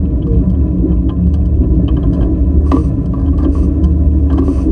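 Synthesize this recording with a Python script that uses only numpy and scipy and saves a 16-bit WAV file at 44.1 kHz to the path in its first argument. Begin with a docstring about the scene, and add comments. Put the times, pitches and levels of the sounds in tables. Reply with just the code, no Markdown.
"""In a station, on the frame of a slowly rolling steam locomotive, beside the driving wheels.
Rolling wheels keep frame, plates, panel and cover booming: shaken resonances, noise and wavering tones.
Play in rods and axle boxes clinks, ticks, rattles and knocks: noise bursts ring the modes of the steel.
Steam escapes in three short hisses: gated noise, shaped by a jet spectrum and the leak's resonances."""
import sys
import numpy as np
from scipy import signal
from scipy.fft import rfft, irfft, next_fast_len
from scipy.io import wavfile
from scipy.ndimage import uniform_filter1d, minimum_filter1d, map_coordinates

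SR = 44100
rng = np.random.default_rng(int(sys.argv[2]) if len(sys.argv) > 2 else 0)


def wrap_up_sound(samples):
    """Save the sound to the file named by the first command line argument, as 16-bit audio."""
    columns = np.atleast_2d(samples).T
    # keep every value between -1 and 1, then stretch to whole-number steps
    tamed = np.clip(columns, -1, 1)
    steps = np.round(tamed * 32767).astype(np.int16)
    wavfile.write(sys.argv[1], SR, steps)


N = 207975  # samples


def amp(db):
    """Decibels to gain."""
    return 10 ** (np.asarray(db) / 20)


def unit(x):
    """x at rms 1."""
    return x / np.sqrt(np.mean(x ** 2) + 1e-20)


def curves(rows):
    """One value per sample for each column after the time, interpolated linearly."""
    s, *cols = np.transpose(rows)
    return [np.interp(np.arange(N) / SR, s, c) for c in cols]


def wobble(knots_per_s):
    """A smooth random curve through normally distributed knots."""
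    knots = rng.standard_normal(int(N * knots_per_s / SR) + 4)
    return map_coordinates(knots, [np.arange(N) * knots_per_s / SR])


def swells(rows):
    """A gain that rises and falls in one arch for each (start s, length s, dB) row."""
    t = np.arange(N) / SR
    return sum(amp(db) * np.sin(np.pi * np.clip((t - start_s) / length_s, 0, 1))
               for start_s, length_s, db in rows)


def filtered(x, response):
    """x times a complex response of frequency."""
    m = next_fast_len(len(x) + SR // 2)
    return irfft(rfft(x, m) * response(np.fft.rfftfreq(m, 1 / SR)), m)[:len(x)]


def resonate(x, modes):
    """x through a body's modes; little passes below the lowest or above the highest."""
    def body(f):
        total = 0
        for k, (hz, width_hz, db) in enumerate(modes):
            damping = 1j * f * width_hz
            total = total + (-1) ** k * amp(db) * damping / (hz * hz - f * f + damping)
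        return total

    edges_hz = [modes[0][0] * .72, min(modes[-1][0] * 1.3, .45 * SR)]
    band = signal.butter(2, edges_hz, 'bandpass', fs=SR, output='sos')
    return signal.sosfilt(band, filtered(x, body))


def rush(spectrum):
    """Noise of rms 1 with a (Hz, dB) spectrum."""
    hz, db = np.transpose(spectrum)
    noise = rng.standard_normal(N)
    return unit(filtered(noise, lambda f: amp(np.interp(np.log(f + 1), np.log(hz), db))))


def shaken(modes, even_s):
    """Modes under steady random shaking, at rms 1 over every stretch of even_s."""
    x = resonate(rng.standard_normal(N + SR), modes)[SR:]  # skips the onset
    power = np.abs(uniform_filter1d(x * x, max(int(even_s * SR), 1)))
    return x / np.sqrt(power + 1e-20)


def tone(hz, waver_hz, waver_db):
    """One lightly damped mode near rms 1 that wavers in pitch and strength."""
    phase = 2 * np.pi * np.cumsum(hz + waver_hz * wobble(14)) / SR
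    return np.sqrt(2) * amp(waver_db * wobble(12)) * np.sin(phase)


def blow(modes, attack_s, t60_s, tail_db, tail_t60_s, strike=0):
    """A rough contact of peak 1: a strike, a burst of tiny impacts and a weaker chatter ring the modes."""
    t = np.arange(SR // 4) / SR
    decay = amp(-60 * t / t60_s) + amp(tail_db - 60 * t / tail_t60_s)
    envelope = (1 - np.exp(-t / attack_s)) * decay
    force = envelope * rng.standard_normal(len(t)) / np.linalg.norm(envelope)
    force[0] += strike
    x = resonate(force, modes)
    return x / np.abs(x).max()


def add(track, s, x):
    """Mix x into the track from time s."""
    part = track[round(s * SR):][:len(x)]
    part += x[:len(part)]


# Slow surges of the frame's main mode. Each row: time in seconds, level in dB before DRONE_TRIM_DB.
DRONE_SURGES = [(0, -10), (0.22, -23), (0.35, -15), (0.47, -21.5), (0.6, -6.5), (0.75, -23.5),
                (0.95, -13.5), (1.3, -9), (1.75, -17), (1.87, -16), (2.1, -16.5), (2.7, -7.5), (3.1, -24),
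                (3.28, -7.5), (3.46, -14), (3.6, -11.0), (4.35, -8.5), (4.72, -13.5)]
DRONE_HZ, DRONE_TRIM_DB = 74.1, -3.5


def drone():
    """The frame swings in its strongest mode, near one pitch, and surges slowly."""
    level_db, = curves(DRONE_SURGES)
    return amp(level_db + DRONE_TRIM_DB) * tone(DRONE_HZ, waver_hz=1.18, waver_db=1.8)


# Rail roughness as roar level. Each row: time in seconds, level in dB (only its deviation from the mean acts).
RAIL_ROUGHNESS = [(0.0, -38.5), (1.22, -40), (1.35, -40), (1.61, -39.5), (1.85, -38.5), (2.01, -35),
                  (2.14, -33), (2.35, -37.5), (3.53, -38), (3.94, -37.5), (4.5, -39), (4.72, -34.5)]


def roughness():
    """How much rougher than average the rail is, in dB."""
    rail_db, = curves(RAIL_ROUGHNESS)
    return rail_db - rail_db.mean()


# Modes of deep chassis, frame, plates and wheel.
# Each row: frequency in Hz, width in Hz, relative level in dB.
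BOOM_MODES = [(31.8, 6.2, -24.5), (49.25, 2.8, -8.5), (55.46, 2.1, -5), (61.8, 4.9, -3)]
FRAME_MODES = [(104.7, 7.9, 0), (112.2, 5.4, 1.5), (120.4, 20, -10), (149.1, 8.2, -3.5), (159.7, 10, -9),
               (200.3, 25, -14)]
PLATE_MODES = [(272.9, 15.5, 5.5), (291.7, 9.1, 3), (309.7, 16.5, 2), (318.7, 11.25, 4.5),
               (359.8, 13.5, -5), (400, 3.1, -11.5)]
WHEEL_MODES = [(547, 8.9, 6), (554.6, 55, 0), (612.7, 25, 2), (661.3, 21, -1.5), (735, 38, -10.5),
               (800, 32, -18), (1003, 20, -3.5), (1013, 74, -13), (1127.5, 46, -15.5), (1334, 63, -23),
               (1557, 65, -30.5), (1720, 44, -23.5), (2310, 160, -41), (2510, 28, -31.5)]
# Ground grit. Each row: frequency in Hz, relative spectral level in dB per Hz.
GRIT_SPECTRUM = [(400, -11), (800, 12.5), (1400, 10), (2100, -1), (2700, 4), (3200, 7.5), (3700, 0.5),
                 (4500, 2), (5400, -1), (6200, 5.5), (7000, -3.5), (9000, 1), (11000, -6), (14000, -27)]
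# Chassis rumble. Each row: time in seconds, deep boom level in dB, frame level in dB, both before trim.
RUMBLE_LEVELS = [(0, -17, -23.5), (0.35, -9, -13.0), (0.65, -16.5, -19), (0.95, -10.0, -20.5),
                 (1.25, -18, -18.5), (1.6, -9.5, -17.5), (2.1, -11.5, -14.5), (2.4, -10.5, -20.5),
                 (2.65, -14, -23), (2.9, -15.5, -15), (3.3, -14.5, -19.5), (3.55, -11.5, -26.5),
                 (3.8, -16, -18.5), (4.05, -14, -20.5), (4.35, -18.5, -20.5), (4.72, -9.5, -27)]
# Booming plates. Each row: time in seconds, level in dB before trim.
PLATE_LEVELS = [(0, -21.0), (0.9, -20), (1.2, -21), (1.45, -24.5), (1.65, -18.5), (1.85, -20.5),
                (2.25, -16.5), (2.65, -22.5), (3.0, -21.5), (3.45, -18), (4.2, -20.5), (4.4, -17.5),
                (4.72, -21)]
# Plates boom under heavy jolts. Each row: start in seconds, length in seconds, peak level in dB.
PLATE_JOLTS = [(.89, 0.043, -21.5), (2.72, .06, -11), (4.37, 0.039, -12.5), (4.48, 0.055, -12),
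               (4.655, 0.084, -8.5)]
BOOM_TRIM_DB, FRAME_TRIM_DB, PLATES_TRIM_DB = -3, -2, -0.5
ROAR_DB, GRIT_DB = -38, -64  # on average rail; grit at mid-scene
ROAR_DB_PER_ROUGH_DB, GRIT_DB_PER_ROUGH_DB = 1, 0.55
GRIT_RISE_DB_PER_S = 1


def rolling():
    """Steel treads shake the chassis, ring the wheels and grind up grit, all the more on rough rail."""
    t = np.arange(N) / SR
    rough_db = roughness()
    boom_db, frame_db = curves(RUMBLE_LEVELS)
    plates_db, = curves(PLATE_LEVELS)
    boom = amp(boom_db + BOOM_TRIM_DB) * shaken(BOOM_MODES, even_s=.2)
    frame = amp(frame_db + FRAME_TRIM_DB) * shaken(FRAME_MODES, even_s=0.12)

    plates_gain = amp(plates_db + PLATES_TRIM_DB + 1.7 * wobble(12))
    plates = np.hypot(plates_gain, swells(PLATE_JOLTS)) * shaken(PLATE_MODES, even_s=0.16)

    roar_db = ROAR_DB + ROAR_DB_PER_ROUGH_DB * rough_db + 1.9 * wobble(22)
    roar = amp(roar_db) * shaken(WHEEL_MODES, even_s=0.9)

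    rise_db = GRIT_RISE_DB_PER_S * (t - t.mean())
    grit_db = GRIT_DB + GRIT_DB_PER_ROUGH_DB * rough_db + rise_db + 1.5 * wobble(48)
    grit = amp(grit_db) * rush(GRIT_SPECTRUM)
    return boom + frame + plates + roar + grit


# Panel swells. Each row: start in seconds, length in seconds, peak level in dB.
PANEL_SWELL_ROWS = [(0.025, 0.033, -13.5), (0.365, 0.06, -18.5), (0.457, 0.065, -12.5), (0.651, 0.021, -13),
                    (0.707, 0.14, -17), (0.877, 0.06, -13.5), (1.155, 0.17, -14), (1.434, 0.057, -19.5),
                    (1.755, 0.086, -14), (2.057, 0.095, -17), (2.446, 0.056, -18), (2.524, 0.048, -17.5),
                    (3.024, 0.15, -20), (3.618, 0.073, -16), (3.813, 0.075, -15)]
PANEL_HZ, PANEL_START_DB, PANEL_FADE_DB_PER_S = 180.7, -23.5, 0.98


def panel():
    """A loose panel hums on one note, swells now and then and slowly settles between swells."""
    t = np.arange(N) / SR
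    idle = amp(PANEL_START_DB - PANEL_FADE_DB_PER_S * t + 2.5 * wobble(12))
    return np.hypot(idle, swells(PANEL_SWELL_ROWS)) * tone(PANEL_HZ, waver_hz=3.5, waver_db=0.85)


# Cover groans. Each row: start in seconds, length in seconds, peak level in dB.
COVER_GROANS = [(0.252, 0.15, -23), (2.713, 0.12, -24)]
COVER_HZ, GROAN_SAG_HZ_PER_S = 463, 100
COVER_DB, COVER_DB_PER_ROUGH_DB = -40, .8  # level on average rail


def cover():
    """A cover plate sings faintly with the rail and twice groans aloud on a falling note."""
    t = np.arange(N) / SR
    sag_hz = np.zeros(N)
    for start_s, length_s, _ in COVER_GROANS:
        during = (t > start_s) * (t < start_s + length_s)
        sag_hz += GROAN_SAG_HZ_PER_S * (t - start_s - length_s / 2) * during
    idle = amp(COVER_DB + COVER_DB_PER_ROUGH_DB * roughness() + 2.5 * wobble(22))
    return np.hypot(idle, swells(COVER_GROANS)) * tone(COVER_HZ - sag_hz, waver_hz=5, waver_db=2.1)


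# Modes of loose pins and brasses. Each row: frequency in Hz, width in Hz, relative level in dB.
SLACK_MODES = [(2440, 300, -5.5), (2680, 69, 1.5), (2710, 43, -13), (3050, 90, -3.5), (3900, 390, -17)]


def chatter(count, level_db, spread_db, t60_s):
    """Loose pins and brasses jingle faintly at random moments."""
    t = np.arange(SR // 8) / SR
    shake = np.zeros(N)
    for when, softness in rng.random((count, 2)):
        burst = amp(-spread_db * softness - 60 * t / t60_s) * (1 - np.exp(-t / .008))
        add(shake, when * (N - 1) / SR, burst)
    return amp(level_db) * unit(resonate(shake * rng.standard_normal(N), SLACK_MODES))


# Modes of rod, brass and joint. Each row: frequency in Hz, width in Hz, relative level in dB.
ROD_BODY_MODES = [(700, 80, 6.5), (1036, 15, 13), (1180, 57, 2.5), (1285, 430, -14.5), (1579, 30, -0.5),
                  (1735, 180, -11.5), (2070, 540, -21.5)]
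ROD_RING_MODES = [(2180, 430, -23), (2530, 48, -2), (3080, 160, 7), (3300, 81, 1)]
ROD_TICK_MODES = [(3980, 390, 1), (4320, 230, 3.5), (4770, 300, 4), (5400, 300, -2), (6050, 290, 0),
                  (6420, 170, -5), (7000, 120, -12), (8260, 280, -1), (9900, 400, -22)]


def rod_contact(ring_db, body_db, tick_db):
    """Steel meets steel: a tick at the joint, the ring of the brass and the body of the rod."""
    ring = blow(ROD_RING_MODES, attack_s=0.0014, t60_s=.043, tail_db=-31.5, tail_t60_s=0.18)
    tick = blow(ROD_TICK_MODES, attack_s=.0015, t60_s=.05, tail_db=-25, tail_t60_s=.15)
    body = blow(ROD_BODY_MODES, attack_s=.002, t60_s=.07, tail_db=-18, tail_t60_s=.25, strike=.4)
    return amp(ring_db) * ring + amp(tick_db) * tick + amp(body_db) * body


# Rod bearings take up their play. Each row: start in seconds, ring peak in dB, body peak in dB.
BEARING_CLINKS = [(.221, -38, -39), (0.545, -48.5, -44), (0.915, -46.5, -33), (1.091, -29, -25.5),
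                  (1.879, -26, -23), (1.966, -35, -25), (2.029, -35.5, -28.5), (2.207, -40.5, -25.5),
                  (2.224, -37.5, -25), (3.26, -46, -33), (3.278, -43, -29), (3.444, -35.5, -24.5),
                  (4.299, -37, -24.5), (4.377, -36, -18)]
# Dry ticks of the valve gear's pins. Each row: start in seconds, tick peak in dB.
PIN_TICKS = [(0.267, -53), (.318, -56.5), (0.497, -47), (.512, -55.5), (0.782, -56), (.887, -58),
             (1.266, -50), (1.337, -37.5), (1.454, -46), (1.748, -54.5), (2.13, -41.5), (2.143, -44),
             (3.055, -44.5), (3.377, -41.5), (3.837, -36), (4.325, -41.5), (4.382, -40)]
CLINK_EDGE_DB = -26.5  # bright edge re body
TICK_RING_DB, TICK_BODY_DB = -0.5, 6.5  # brass and rod re tick


def rods():
    """Bearings take up their play and clink with a clear ring; pins tick dryly."""
    out = np.zeros(N)
    for s, ring_db, body_db in BEARING_CLINKS:
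        add(out, s, rod_contact(ring_db, body_db, body_db + CLINK_EDGE_DB))
    for s, db in PIN_TICKS:
        add(out, s, rod_contact(db + TICK_RING_DB, db + TICK_BODY_DB, db))
    return out


# Dense rattle of slack gear. Each row: start in seconds, length in seconds, peak level in dB.
RATTLE_SPELLS = [(.24, 0.2, -47.5), (2.13, .15, -43.5), (2.965, 0.044, -50), (3.12, .24, -43),
                 (3.37, .11, -37), (4.29, 0.19, -41.5)]
RATTLE_PER_S, RATTLE_SPREAD_DB, RATTLE_EDGE_DB = 260, 4, -21.5  # edge re body


def rattle():
    """Many tiny contacts of uneven size run through the rods."""
    hits = rng.random(N) < RATTLE_PER_S / SR
    contacts = hits * amp(RATTLE_SPREAD_DB * np.clip(rng.standard_normal(N), -2, 2))
    scuff = amp(-60 * np.arange(SR // 20) / SR / 0.028)  # 28 ms t60
    force = signal.fftconvolve(contacts, scuff)[:N] * rng.standard_normal(N)
    body = unit(resonate(force, ROD_BODY_MODES))
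    edge = unit(resonate(force, ROD_TICK_MODES))
    return swells(RATTLE_SPELLS) * (body + amp(RATTLE_EDGE_DB) * edge)


# Axle box modes. Each row: frequency in Hz, width in Hz, relative level in dB.
AXLE_BOX_MODES = [(606, 150, -5.5), (1002, 30, 2.5), (1130, 37.7, 5.5), (1207, 55, -3.5), (1720, 110, -32),
                  (2120, 120, -35), (2570, 140, -29), (3050, 120, -33.5)]
# Knocks in the guides. Each row: start in seconds, clank level in dB, thud level in dB, both before trim.
GUIDE_KNOCKS = [(.266, -36, -16), (1.888, -28.5, -12), (1.971, -33.5, -15), (2.663, -30, -35),
                (2.717, -9, 0), (2.75, -27, -10.5), (2.766, -21, -9), (2.778, -36, -19), (2.84, -36.5, -21),
                (2.987, -42, -29), (3.135, -26.5, -14), (3.179, -36, -11), (3.331, -35, -24),
                (3.386, -27.5, -25), (3.42, -35, -9.5), (3.455, -32, -5.5), (3.55, -27, -14),
                (3.628, -34.5, -21), (4.304, -33, -30), (4.33, -27.5, -10.5), (4.384, -22.5, -5),
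                (4.422, -28.5, -13), (4.479, -25.5, -2.5), (4.582, -30.5, -18)]
CLANK_TRIM_DB, THUD_TRIM_DB = 3.5, -5
CRACK_DB, CRACK_DB_PER_CLANK_DB = -29.5, 1.6  # crack peak of the hardest knock; softer ones lose it faster


def axle_boxes():
    """Heavy knocks crack and clank in the guides, chatter briefly and thud through the plates."""
    out = np.zeros(N)
    hardest_db = max(clank_db for _, clank_db, _ in GUIDE_KNOCKS)
    for s, clank_db, thud_db in GUIDE_KNOCKS:
        crack_db = CRACK_DB + CRACK_DB_PER_CLANK_DB * (clank_db - hardest_db)
        crack = blow(ROD_TICK_MODES, attack_s=.0005, t60_s=.022, tail_db=-24, tail_t60_s=.12)
        clank = blow(AXLE_BOX_MODES, attack_s=.0015, t60_s=.06, tail_db=-11, tail_t60_s=.24, strike=1.1)
        thud = blow(PLATE_MODES, attack_s=.002, t60_s=.03, tail_db=-25, tail_t60_s=.06, strike=2.5)
        add(out, s, amp(crack_db) * crack)
        add(out, s, amp(clank_db + CLANK_TRIM_DB) * clank)
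        add(out, s + .002, amp(thud_db + THUD_TRIM_DB) * thud)
    return out


# Steam jet. Each row: frequency in Hz, relative spectral level in dB per Hz.
STEAM_SPECTRUM = [(500, -42.5), (1000, 17), (1700, -0.5), (2200, 0), (3200, -8.5), (3650, -7.5), (4600, -4),
                  (7500, -14), (9500, -3), (10400, -19), (11500, -26.5), (13800, -19), (15500, -25)]
# Resonances of the leak. Each row: frequency in Hz, width in Hz, relative level in dB.
LEAK_MODES = [(2590, 110, 2), (3136, 100, -6), (4390, 70, -13), (4620, 160, -5), (5200, 90, -7),
              (5830, 150, -4), (6150, 130, -3), (7100, 150, -8.5), (8195, 120, -4.5), (8480, 290, -5),
              (8880, 120, -8), (10300, 110, -13)]
# Steam bursts. Each row: start in seconds, end in seconds, nominal flow level in dB.
STEAM_HISSES = [(2.648, 2.912, -51), (3.507, 3.7, -50), (4.43, 4.677, -49.5)]
OPEN_S, CLOSE_S, FLUTTER_DB = .025, 0.051, 1.5
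HISS_ARCH_DB = -0.5  # negative: flow slightly weaker in mid-hiss


def steam():
    """A leak opens for part of the piston's stroke and hisses unsteadily through its narrow gap."""
    t = np.arange(N) / SR
    flow = np.zeros(N)
    for start_s, end_s, db in STEAM_HISSES:
        gate = np.clip((t - start_s) / OPEN_S, 0, 1) * np.clip((end_s - t) / CLOSE_S, 0, 1)
        arch = np.sin(np.pi * (t - start_s) / (end_s - start_s))
        flow += amp(db + HISS_ARCH_DB * (arch + 0.5)) * gate
    jet = amp(2.5 + .8 * wobble(55)) * rush(STEAM_SPECTRUM)
    whistle = amp(1.5 * wobble(45)) * unit(resonate(rng.standard_normal(N), LEAK_MODES))
    return flow * amp(FLUTTER_DB * wobble(40)) * (jet + whistle)


def scene():
    """All the running gear and the steam, summed to one channel."""
    booming = drone() + rolling() + panel() + cover()
    jingle = chatter(count=400, level_db=-65, spread_db=7, t60_s=0.03)
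    clatter = jingle + rods() + rattle() + axle_boxes()
    return (booming + clatter + steam())[None]


CEILING, TOP_HZ = .96, 15700  # peak amplitude before the low-pass, low-pass corner


def record(dry, release_db_per_s=60):
    """A limiter ducks the loudest peaks and recovers slowly; the ends fade and a steep low-pass follows."""
    ahead = SR // 200  # 5 ms
    excess_db = 20 * np.log10(np.maximum(np.abs(dry) / CEILING, 1))
    recovery_db = release_db_per_s * np.arange(N) / SR
    duck_db = np.maximum.accumulate(excess_db + recovery_db, axis=-1) - recovery_db
    gain = uniform_filter1d(minimum_filter1d(amp(-duck_db), ahead), ahead)
    soft_ends = signal.windows.tukey(N, 2 * ahead / N)
    low_pass = signal.butter(12, TOP_HZ, fs=SR, output='sos')
    return signal.sosfilt(low_pass, dry * gain * soft_ends)


dry = scene()
out = record(dry)
wrap_up_sound(out)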